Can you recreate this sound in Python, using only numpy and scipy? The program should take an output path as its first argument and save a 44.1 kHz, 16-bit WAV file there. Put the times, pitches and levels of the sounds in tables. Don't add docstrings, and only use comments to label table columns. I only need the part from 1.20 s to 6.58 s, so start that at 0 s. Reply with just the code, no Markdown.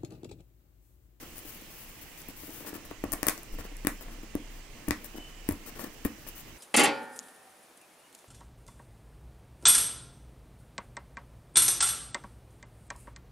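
import sys
import numpy as np
from scipy import signal
from scipy.fft import rfft, irfft
from scipy.io import wavfile
from scipy.ndimage import uniform_filter1d

SR = 44100
rng = np.random.default_rng(int(sys.argv[2]) if len(sys.argv) > 2 else 0)


def output_pcm(signal):
    pcm = np.clip(np.atleast_2d(signal).T, -1, 1) * 32767
    wavfile.write(sys.argv[1], SR, np.round(pcm).astype(np.int16))


def amplitude_ratio(level_db):
    exponent = np.asarray(level_db, float) / 20
    return 10 ** exponent


N = 237166


def evened(x):
    return x / np.sqrt(np.mean(x ** 2) + 1e-20)


def read(points, hz):
    f, value = np.transpose(points)
    return np.interp(np.log(hz + 1), np.log(f + 1), value)


def curves(rows):
    s, *columns = np.transpose(rows)
    return [np.interp(np.arange(N) / SR, s, c) for c in columns]


def add(mix, s, sound):
    part = mix[..., round(s * SR):][..., :sound.shape[-1]]
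    part += sound[..., :part.shape[-1]]


def coloured(x, points):
    gain = amplitude_ratio(read(points, np.fft.rfftfreq(x.shape[-1], 1 / SR)))
    return irfft(rfft(x) * gain, x.shape[-1])


def resonate(x, hz, width_hz):
    turn = np.exp(2j * np.pi * np.cumsum(hz * np.ones(len(x))) / SR)
    r = np.exp(-np.pi * width_hz / SR)
    return 2 * (turn * signal.lfilter([1 - r], [1, -r], x / turn)).real


def flicker(size, depth_db):
    drift = uniform_filter1d(uniform_filter1d(rng.standard_normal(N), size), size)
    return amplitude_ratio(depth_db * evened(drift))


def air():
    # (frequency [Hz], level per Hz [dB])
    tone = [(60, -51), (100, 8.5), (190, -6), (300, -3), (450, -8), (900, -10.5), (1400, -14.5), (2000, -9),
            (2900, -10.5), (3500, -15.5), (4300, -16), (6000, -16), (9000, -20), (16500, -27)]
    # (frequency [Hz], correlation [-1 to 1])
    likeness = [(60, 0.19), (180, 0.93), (550, 0.6), (1650, 0.55), (4970, 0.17), (15000, -0.63)]
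    # (frequency [Hz], left over right [dB])
    lean = [(60, 2), (200, -5.5), (450, -4), (900, -5.5), (1500, -7), (2200, -7), (2900, -13), (3800, -3.5),
            (5500, -9.5), (8000, -12.5), (10500, 2.5), (15000, -6)]
    level_db, patch_db = -51.5, 1.22
    frames, hz = N // 256 + 5, np.fft.rfftfreq(1024, 1 / SR)
    a, b, c, d, patches = rng.standard_normal((frames, 513, 5)).T
    patches = uniform_filter1d(patches, size=12, axis=0)
    patches = evened(uniform_filter1d(patches, size=12, axis=1))
    same = np.clip(read(likeness, hz), -1, 1)[:, None]
    left = a + 1j * b
    right = same * left + np.sqrt(1 - same ** 2) * (c + 1j * d)
    z = np.array([left, right]) * amplitude_ratio(read(tone, hz)[:, None] + patch_db * patches)
    z *= amplitude_ratio(np.multiply.outer([.5, -.5], read(lean, hz)))[..., None]
    return amplitude_ratio(level_db) * evened(signal.istft(z, nperseg=1024, noverlap=768)[1][:, :N])


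def table():
    # (time [s], sway level [dB])
    weight = [(0.0, -51.5), (0.6, -54), (1.56, -53.5), (1.95, -48.5), (2.25, -53), (2.37, -44.5),
              (2.96, -44.5), (3.5, -49), (3.65, -54), (3.9, -51.5), (4.13, -47), (4.33, -48.5), (4.69, -52),
              (4.91, -53.5), (5.38, -52.5)]
    sway_hz, sway_from_db, rumble_db = 30.6, -56.5, -62
    jolt_s, jolt_db, jolt_hz, jolt_t60_s = 2.322, -21.5, 22.9, 0.17
    sway_db = curves(weight)[0]
    noise = rng.standard_normal((3, N))
    steady = np.sqrt(2) * np.sin(2 * np.pi * sway_hz * np.arange(N) / SR)
    waver = evened(resonate(resonate(noise[0], 21.6, 16), 21.6, 16))
    sway = np.clip((sway_db - sway_from_db) / 9, 0, 1) * steady + 0.57 * waver
    colour = [(35, -25), (55, 18.5), (120, 5), (170, -25.5)]
    rumble = [evened(coloured(noise[1] + 0.5 * side * noise[2], colour)) for side in (1, -1)]
    t = np.maximum(np.arange(N) / SR - jolt_s, 0)
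    jolt = -amplitude_ratio(jolt_db - 60 * t / jolt_t60_s) * np.sin(2 * np.pi * jolt_hz * t)
    jolt *= np.minimum(t / 0.02, 1)
    return (jolt + sway * amplitude_ratio(sway_db) + np.array(rumble) * amplitude_ratio(rumble_db)) * amplitude_ratio([[.4], [-.4]])


def bird():
    # (time [s], level [dB])
    trill = [
        (3.95, -68),
        (3.968, -56),
        (3.99, -57),
        (4.028, -47),
        (4.075, -53.5),
        (4.13, -57),
        (4.16, -63),
        (4.27, -67),
    ]
    t = np.arange(N) / SR
    throb = (1 + .7 * np.cos(2 * np.pi * 40.5 * (t - 4.03))) * flicker(size=250, depth_db=2.5)
    sings = (t > trill[0][0]) & (t < trill[-1][0])
    waver_hz = 34 * evened(uniform_filter1d(rng.standard_normal(N), size=300))
    pitch_hz = 3010 - 120 * (t - 4.03) + waver_hz
    whistle = np.sqrt(2) * np.sin(2 * np.pi * np.cumsum(pitch_hz) / SR)
    return amplitude_ratio(curves(trill)[0] - 2.0) * sings * throb * whistle


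def room(x):
    # (frequency [Hz], t60 [s])
    decay = [(150, 0.38), (500, 0.16), (2000, 0.24), (6000, 0.2), (10000, 0.19), (15000, 0.28)]
    # (frequency [Hz], likeness [0 to 1])
    likeness = [(100, 0.81), (400, 1), (1000, 0.51), (3000, 0.15)]
    first_wall_db = 5
    taps = np.zeros((2, SR // 2))
    at = np.arange(80, SR // 2 - 20, 20) + rng.integers(0, 20, (2, (SR // 2 - 81) // 20))
    np.put_along_axis(taps, at, rng.choice([-1., 1.], at.shape), 1)
    taps[:, :390] *= amplitude_ratio(-9)
    taps[:, [384, 397, 421]] = amplitude_ratio(first_wall_db) * np.array([1, -.8, .7])
    hz, t, z = signal.stft(taps, SR, nperseg=256)
    same = np.clip(read(likeness, hz), 0, 1)[:, None]
    z = np.array([z[0], same * z[0] + np.sqrt(1 - same ** 2) * z[1]])
    fade = amplitude_ratio(-60 * t / np.maximum(read(decay, hz), .02)[:, None])
    tail = signal.istft(z * fade, SR, nperseg=256)[1]
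    tail /= np.linalg.norm(tail, axis=1, keepdims=True)
    return signal.fftconvolve(x[None], tail, axes=1)[:, :N]


def ports(x):
    # (frequency [Hz], loss [dB])
    shadow = [(100, 1.5), (400, 3), (1000, 7), (2000, 10), (3200, 13), (8000, 14), (15000, 17)]
    # (frequency [Hz], delay [samples])
    lag = [(100, 8.9), (400, 14), (1500, 5.1), (5000, 3.4)]
    hz = np.fft.rfftfreq(N, 1 / SR)
    far = amplitude_ratio(-read(shadow, hz)) * np.exp(-2j * np.pi * hz * read(lag, hz) / SR)
    return np.array([x, irfft(rfft(x) * far, N)])


def pressure():
    # (time [s], length [ms], hiss level [dB], press level [dB])
    strokes = [(0.005, 35, -55.5, -53.5), (1.082, 29, -56, -54), (1.462, 35.6, -45, -49),
               (1.54, 28, -50, -49), (1.706, 6.6, -58, -50), (2.175, 23, -56, -57.5),
               (2.325, 28, -56.5, -58), (2.386, 28, -52, -48), (2.444, 22, -55.5, -53),
               (2.81, 25, -52, -56), (2.911, 32, -60, -58), (3.028, 14, -60, -63),
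               (3.302, 99, -63.5, -62.5), (3.542, 140, -73, -61), (3.961, 23, -54.5, -52),
               (4.081, 26, -67, -59.5), (4.462, 37, -48.5, -53), (4.555, 26, -56, -53),
               (4.59, 34, -45.5, -50), (4.626, 13, -52, -50.5), (4.64, 7, -43, -44),
               (4.655, 20, -56, -52.5), (4.977, 67, -62, -71), (5.073, 27, -47.5, -58),
               (5.271, 33, -63, -60.5)]
    # (time [s], length [ms], hiss level [dB])
    brushes = [(0.156, 48, -52), (0.25, 25, -53), (0.275, 34, -48), (0.32, 20, -52), (0.342, 32, -55),
               (0.5, 77, -56), (0.578, 71, -53.5), (0.686, 23, -55), (0.814, 24, -52), (0.975, 35, -52),
               (1.165, 43, -52.5), (1.201, 82, -51.5), (1.325, 91, -54), (1.65, 13, -53),
               (3.843, 23, -47.5), (4.73, 17, -60), (4.855, 11, -42.5), (5.154, 61, -50.5)]
    # (time [s], glide level [dB], press level [dB])
    rest = [(0.0, -56.5, -50.5), (0.96, -57, -56.5), (1.18, -61.5, -56), (1.35, -49.5, -47),
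            (1.42, -52.5, -45.5), (1.62, -64, -49), (1.78, -66, -61), (1.95, -67, -42), (2.07, -59, -49),
            (2.5, -68, -54), (2.73, -63, -72), (2.86, -66, -44.5), (3.38, -71, -63), (3.86, -60.5, -47.5),
            (4.04, -67, -61.5), (4.31, -66, -49), (4.49, -63, -49.5), (5.38, -63.5, -54)]
    brush_hiss_db, brush_press_db, brush_airy_db = -0.5, -21.5, -1
    scratch_share, scratch_db, buzz_db, drone_db = 0.59, -4, 2, 3.5
    touches = [(*row, row[2] - 9.0) for row in strokes]
    for s, length_ms, db in brushes:
        touches.append((s, length_ms, db + brush_hiss_db, db + brush_press_db, db + brush_airy_db))
    power, ms = np.zeros((5, N)), np.arange(8000) * 1000 / SR
    for s, length_ms, hiss_db, press_db, airy_db in touches:
        mixed_db = scratch_db + scratch_share * press_db + (1 - scratch_share) * hiss_db
        levels_db = np.array([hiss_db, mixed_db, press_db + buzz_db, press_db + drone_db, airy_db])
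        edge_ms = 2.2 + 0.1 * length_ms
        fade = np.exp(-np.maximum(ms - 4.0 - 0.92 * length_ms, 0) / edge_ms)
        shape = np.clip(ms / edge_ms, 0, 1) * fade
        add(power, max(s - .004, 0), amplitude_ratio(levels_db)[:, None] ** 2 * shape ** 2)
    glide, press = curves(rest)
    creep_db = np.array([glide - 1.5, glide - 11.5, press - 11.0, press - 8.5, glide - 3.5])
    return np.sqrt(power + amplitude_ratio(creep_db) ** 2)


def rubbing():
    # (frequency [Hz], level per Hz [dB])
    hiss_colour = [(3530, -8.5), (6000, -6.5), (8970, -3), (12000, -1), (14500, 1), (15800, 3.5),
                   (16200, -22), (16500, -26)]
    # (frequency [Hz], level per Hz [dB])
    airy_colour = [(9000, -34), (12000, -4), (13500, 2), (15500, 5), (16200, -18)]
    # (frequency [Hz], width [Hz], level [dB])
    skin = [(510, 25, 5.5), (836, 59, 1), (1056, 57, -9.5), (1680, 98, 2), (2880, 150, -10),
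            (3680, 39, -39), (3940, 39, -14)]
    # (frequency [Hz], width [Hz], level [dB])
    hollow = [(248, 47, 0.5), (314, 60, 0.5), (429, 135, -7), (570, 50, -23)]
    scratch_colour = [(2200, -42), (3500, -2.0), (5500, 6.0), (8000, 4.0), (10000, -5.5), (14000, -13)]
    slips = rng.standard_normal((4, N)) * amplitude_ratio(np.minimum(rng.exponential(1, N), 5))
    hiss = evened(coloured(slips[0], hiss_colour)) * amplitude_ratio(4.5)
    scratch = evened(coloured(slips[1], scratch_colour)) * amplitude_ratio(1.5)
    airy = evened(coloured(slips[1], airy_colour))
    buzz = sum(amplitude_ratio(db) * resonate(slips[2], hz, 1.34 * w) for hz, w, db in skin)
    buzz = evened(buzz + amplitude_ratio(6.5) * resonate(slips[2], 1170, 780)) * amplitude_ratio(-2.5)
    drone = sum(amplitude_ratio(db) * resonate(resonate(slips[3], hz, w), hz, 2.1 * w) for hz, w, db in hollow)
    drone = evened(drone) * amplitude_ratio(0.5)
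    drone *= flicker(size=350, depth_db=1.8)
    buzz *= flicker(size=120, depth_db=2.2)
    grip = flicker(size=150, depth_db=.8)
    return grip * (pressure() * [hiss, scratch, buzz, drone, airy]).sum(0)


def knocks():
    # (time [s], knock level [dB], deep push level [dB], contact [ms])
    drops = [(1.0861, -28, -53, 4), (1.5307, -33.5, -51, 0.55), (1.7142, -34.5, -61, 0.47),
             (1.839, -23, -63, 0.66), (1.8536, -32, -39, 0.8), (1.9367, -32, -56, 0.55),
             (2.0304, -29.5, -61, 0.47), (2.069, -27, -71, 0.96), (2.0851, -25.5, -52, 0.69),
             (2.3903, -50, -42, 0.6), (2.649, -25, -61, 1.42), (2.6701, -20, -39.5, 1.27),
             (3.1521, -18.5, -39, 1.8), (3.6812, -18, -31.5, 2.9), (3.6878, -26, -26.5, 2.2),
             (3.7079, -20.5, -33.5, 1.58), (4.2889, -15.5, -44, 1.72), (4.3094, -48, -30.5, 0.83),
             (4.8504, -22, -33.5, 1.72), (4.855, -17.5, -34.5, 1.53)]
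    # (time [s], knock level [dB])
    nudges = [(0.252, -45.5), (0.42, -45), (1.235, -41.5), (1.2414, -51), (1.281, -42), (1.2918, -40.5),
              (1.304, -42), (1.358, -58), (1.408, -43), (1.426, -45), (1.448, -48), (1.479, -47),
              (1.504, -41), (1.5555, -35.5), (1.568, -45), (1.58, -40), (2.34, -44), (2.351, -45),
              (2.411, -49), (2.4524, -37.5), (2.517, -46), (2.5237, -43), (2.883, -50), (2.917, -46.5),
              (2.926, -55), (2.987, -43.5), (3.033, -38), (3.042, -43.5), (3.945, -41), (3.954, -36),
              (3.9833, -34.5), (4.3209, -35), (4.593, -47), (4.631, -47)]
    nudge_deep_db, nudge_ms = -25, 0.69
    cavity_hz, sag_hz_per_ms = 297.6, 3.8
    hits = list(drops) + [(s, db, db + nudge_deep_db, nudge_ms) for s, db in nudges]
    out, t = np.zeros(N), np.arange(4000) / SR
    for s, knock_db, deep_db, contact_ms in hits:
        hz = cavity_hz - sag_hz_per_ms * contact_ms
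        body = amplitude_ratio(-60 * t / 0.037) * np.cos(2 * np.pi * hz * t)
        body += 0.31 * amplitude_ratio(-60 * t / 0.024) * np.cos(2 * np.pi * 0.794 * hz * t)
        body += 0.25 * amplitude_ratio(-60 * t / 0.023) * np.cos(2 * np.pi * 1.61 * hz * t)
        deep = amplitude_ratio(deep_db + 5.5 - 60 * t / 0.1) * np.sin(2 * np.pi * 85 * t)
        push = np.sin(np.pi * np.clip(t[:200] * 1000 / (contact_ms + 0.1), 0, 1)) ** 2
        add(out, s, np.convolve(amplitude_ratio(knock_db + 3.5) * body + deep, push / push.sum()))
    return out


def snaps():
    # (time [s], snap level [dB], lid ring level [dB], crackle t60 [ms], snap centre [kHz])
    tape_slips = [(1.8395, -33, -30, 4, 15), (1.8422, -33, -44, 6.6, 6.4), (1.9208, -17, -37, 2, 8.9),
                  (1.922, -23, -46, 1.3, 8.7), (1.9285, -19, -37, 1.8, 10), (1.9292, -22, -38.5, 2.5, 10),
                  (1.9343, -18, -27.5, 5.9, 8.1), (1.937, -19, -28, 2.2, 8.8), (2.0309, -13, -21, 3.6, 6.7),
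                  (2.0682, -17.5, -40, 7.2, 5.7), (2.0683, -15.5, -24, 8, 12), (2.0713, -24, -32, 5, 8.3),
                  (2.0829, -14, -31, 1.7, 10), (2.0857, -3.5, -11, 1.5, 6.8), (2.0875, -19, -43, 8, 7.9),
                  (2.0947, -29, -30, 9, 6.1), (2.097, -21, -56, 8, 13), (2.6709, -9, -10, 2.1, 8.7),
                  (3.1532, -26.5, -35.5, 1.2, 8.5), (3.6826, -31, -29.5, 5, 13),
                  (3.6859, -18.5, -38, 4, 8.4), (3.7087, -10.5, -16, 5.3, 4.5),
                  (4.2894, -27, -26.5, 5.4, 5.5), (4.3101, -30, -32, 8, 6.1), (4.312, -35, -53, 8.7, 11),
                  (4.322, -32, -50, 8, 13), (4.3248, -32, -45, 4, 11), (4.8465, -44, -60, 8, 10),
                  (4.849, -33, -49, 4.4, 9.6), (4.8508, -25, -26, 4.6, 6.2), (4.8556, -37, -27.5, 9, 11)]
    # (time [s], snap level [dB], lid ring level [dB], snap centre [kHz])
    ticks = [(0.1814, -31, -48, 9.6), (0.1905, -33, -55, 10.1), (0.348, -37, -61, 14),
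             (1.018, -30, -61, 7.5), (1.0864, -29, -64, 15), (1.097, -44, -72, 13.5),
             (1.306, -35, -46, 7.6), (0.374, -39, -63, 13), (0.414, -38, -63, 7.8),
             (1.652, -44, -43.5, 10.5), (1.676, -46, -51, 10.5), (1.7128, -41, -33.5, 17),
             (2.1784, -24.5, -45, 6), (2.2327, -31.5, -48, 8.9), (2.388, -44, -36.5, 11),
             (2.5684, -30, -60, 7.7), (2.6495, -34, -30, 9.3), (2.811, -40, -41, 17),
             (3.6737, -41, -51, 13.3), (3.845, -25, -46, 8.5), (4.2805, -42, -55, 11),
             (4.2897, -17.5, -48, 10.5), (4.8512, -23, -45, 11.5), (1.2354, -60, -44, 10),
             (1.407, -60, -45, 10), (1.449, -60, -42, 10), (1.529, -60, -48, 10), (2.884, -60, -43, 10),
             (3.033, -60, -47, 10), (4.5945, -55, -33, 10), (4.612, -55, -47, 10), (4.646, -55, -40, 10),
             (4.663, -55, -49, 10), (5.067, -42, -42, 13), (5.088, -27, -68, 15)]
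    # (frequency [Hz], level [dB])
    snap_colour = [(1500, -16), (2800, -19), (4100, 4), (5200, 5.5), (7500, 3), (10000, 7), (12500, 5.5),
                   (15000, 7.5), (16000, 6), (17200, -3)]
    # (frequency [Hz], level [dB], t60 [s])
    lid = [(632, 10.5, 0.028), (910, 2, 0.015), (1120, 4, 0.017), (1350, -4, 0.011), (1747, 0, 0.021),
           (1900, 1, 0.013), (2320, -0.5, 0.0091), (3150, -11, 0.017), (3650, -14.5, 0.021)]
    blur = np.array([[1], [2.5]])
    snap_focus, tick_focus = (12, 0.27), (23, 0.094)  # (dB lost per octave squared, broad share)
    tick_t60_ms, ring_scatter_db = 6.6, 1.5
    soft_khz, soft_db, db_per_octave = 1.343, -33.5, 17
    slips = [(*row, *snap_focus) for row in tape_slips]
    slips += [(s, db, ring_db, tick_t60_ms, centre, *tick_focus) for s, db, ring_db, centre in ticks]
    treble, ring, t = np.zeros((3, N)), np.zeros((2, N)), np.arange(1024) / SR
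    khz = np.fft.rfftfreq(len(t), 1000 / SR) + .1
    chance = rng.standard_normal((80, 3, len(t)))
    for slip, (near, other, tune) in zip(slips, chance):
        s, snap_db, ring_db, t60_ms, snap_khz, focus_db, broad = slip
        burst = amplitude_ratio(-60 * t / (t60_ms / 1000 + 1e-4)) * np.array([near, .8 * near + .6 * other])
        burst[:, :3] += [1.1, -1.5, .6]
        burst = np.vstack([burst, (t == 0) * np.linalg.norm(burst[0])])
        favour = amplitude_ratio(-focus_db * np.log2(khz / snap_khz) ** 2) + broad
        z = rfft(np.roll(burst, shift=64, axis=1))
        power = abs(z) ** 2
        lumps = np.sqrt(uniform_filter1d(power, size=36, axis=1) / np.mean(power, axis=1, keepdims=True))
        rise = np.sqrt(2) * np.sin(khz * np.pi / 44.1)
        burst = irfft(z * favour * rise / (lumps + .05))
        add(treble, s - 70 / SR, amplitude_ratio(snap_db) * burst * amplitude_ratio([[0], [-17], [0]]))

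        ring_khz = soft_khz * 2 ** (max(ring_db - soft_db, 0) / db_per_octave)
        for k, (hz, db, t60) in enumerate(lid):
            reach_db = db + ring_scatter_db * tune[k] - 5.1 * np.log2(hz / 1000 / ring_khz) ** 2
            fade = amplitude_ratio(ring_db - 5.5 + reach_db - 60 * t / t60 * blur) * np.sqrt(blur)
            mode = np.sin(2 * np.pi * hz * (1 + 0.041 * tune[9 + k]) * t)
            add(ring, s - .0003, fade * mode)
    treble[1] = np.roll(treble[1], shift=3)
    return coloured(treble, snap_colour), ring


def scene():
    treble, ring = snaps()
    knock, rub = knocks(), rubbing()
    wet = amplitude_ratio(-3.5) * treble[2] + amplitude_ratio(-9.5) * ring[1] + amplitude_ratio(-7.0) * knock + amplitude_ratio(-5.5) * rub
    walls = coloured(room(wet), [(100, -11.5), (1000, 4.0), (5000, -5.0), (9000, -8.5), (15000, -15.5)])
    background = table() + air() + bird() * amplitude_ratio([[.4], [-.4]])
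    return treble[:2] + ports(ring[0] + knock + rub) + walls + background


def band_limit(x):
    return signal.sosfilt(signal.butter(12, 16960, fs=SR, output="sos"), x)


def record(dry):
    held = np.clip(dry, -.95, .95)
    limited = coloured(held, [(15750, 0.0), (15950, -14), (16800, -13), (17000, -83)])
    return band_limit(limited)


dry = scene()
out = record(dry)
output_pcm(out)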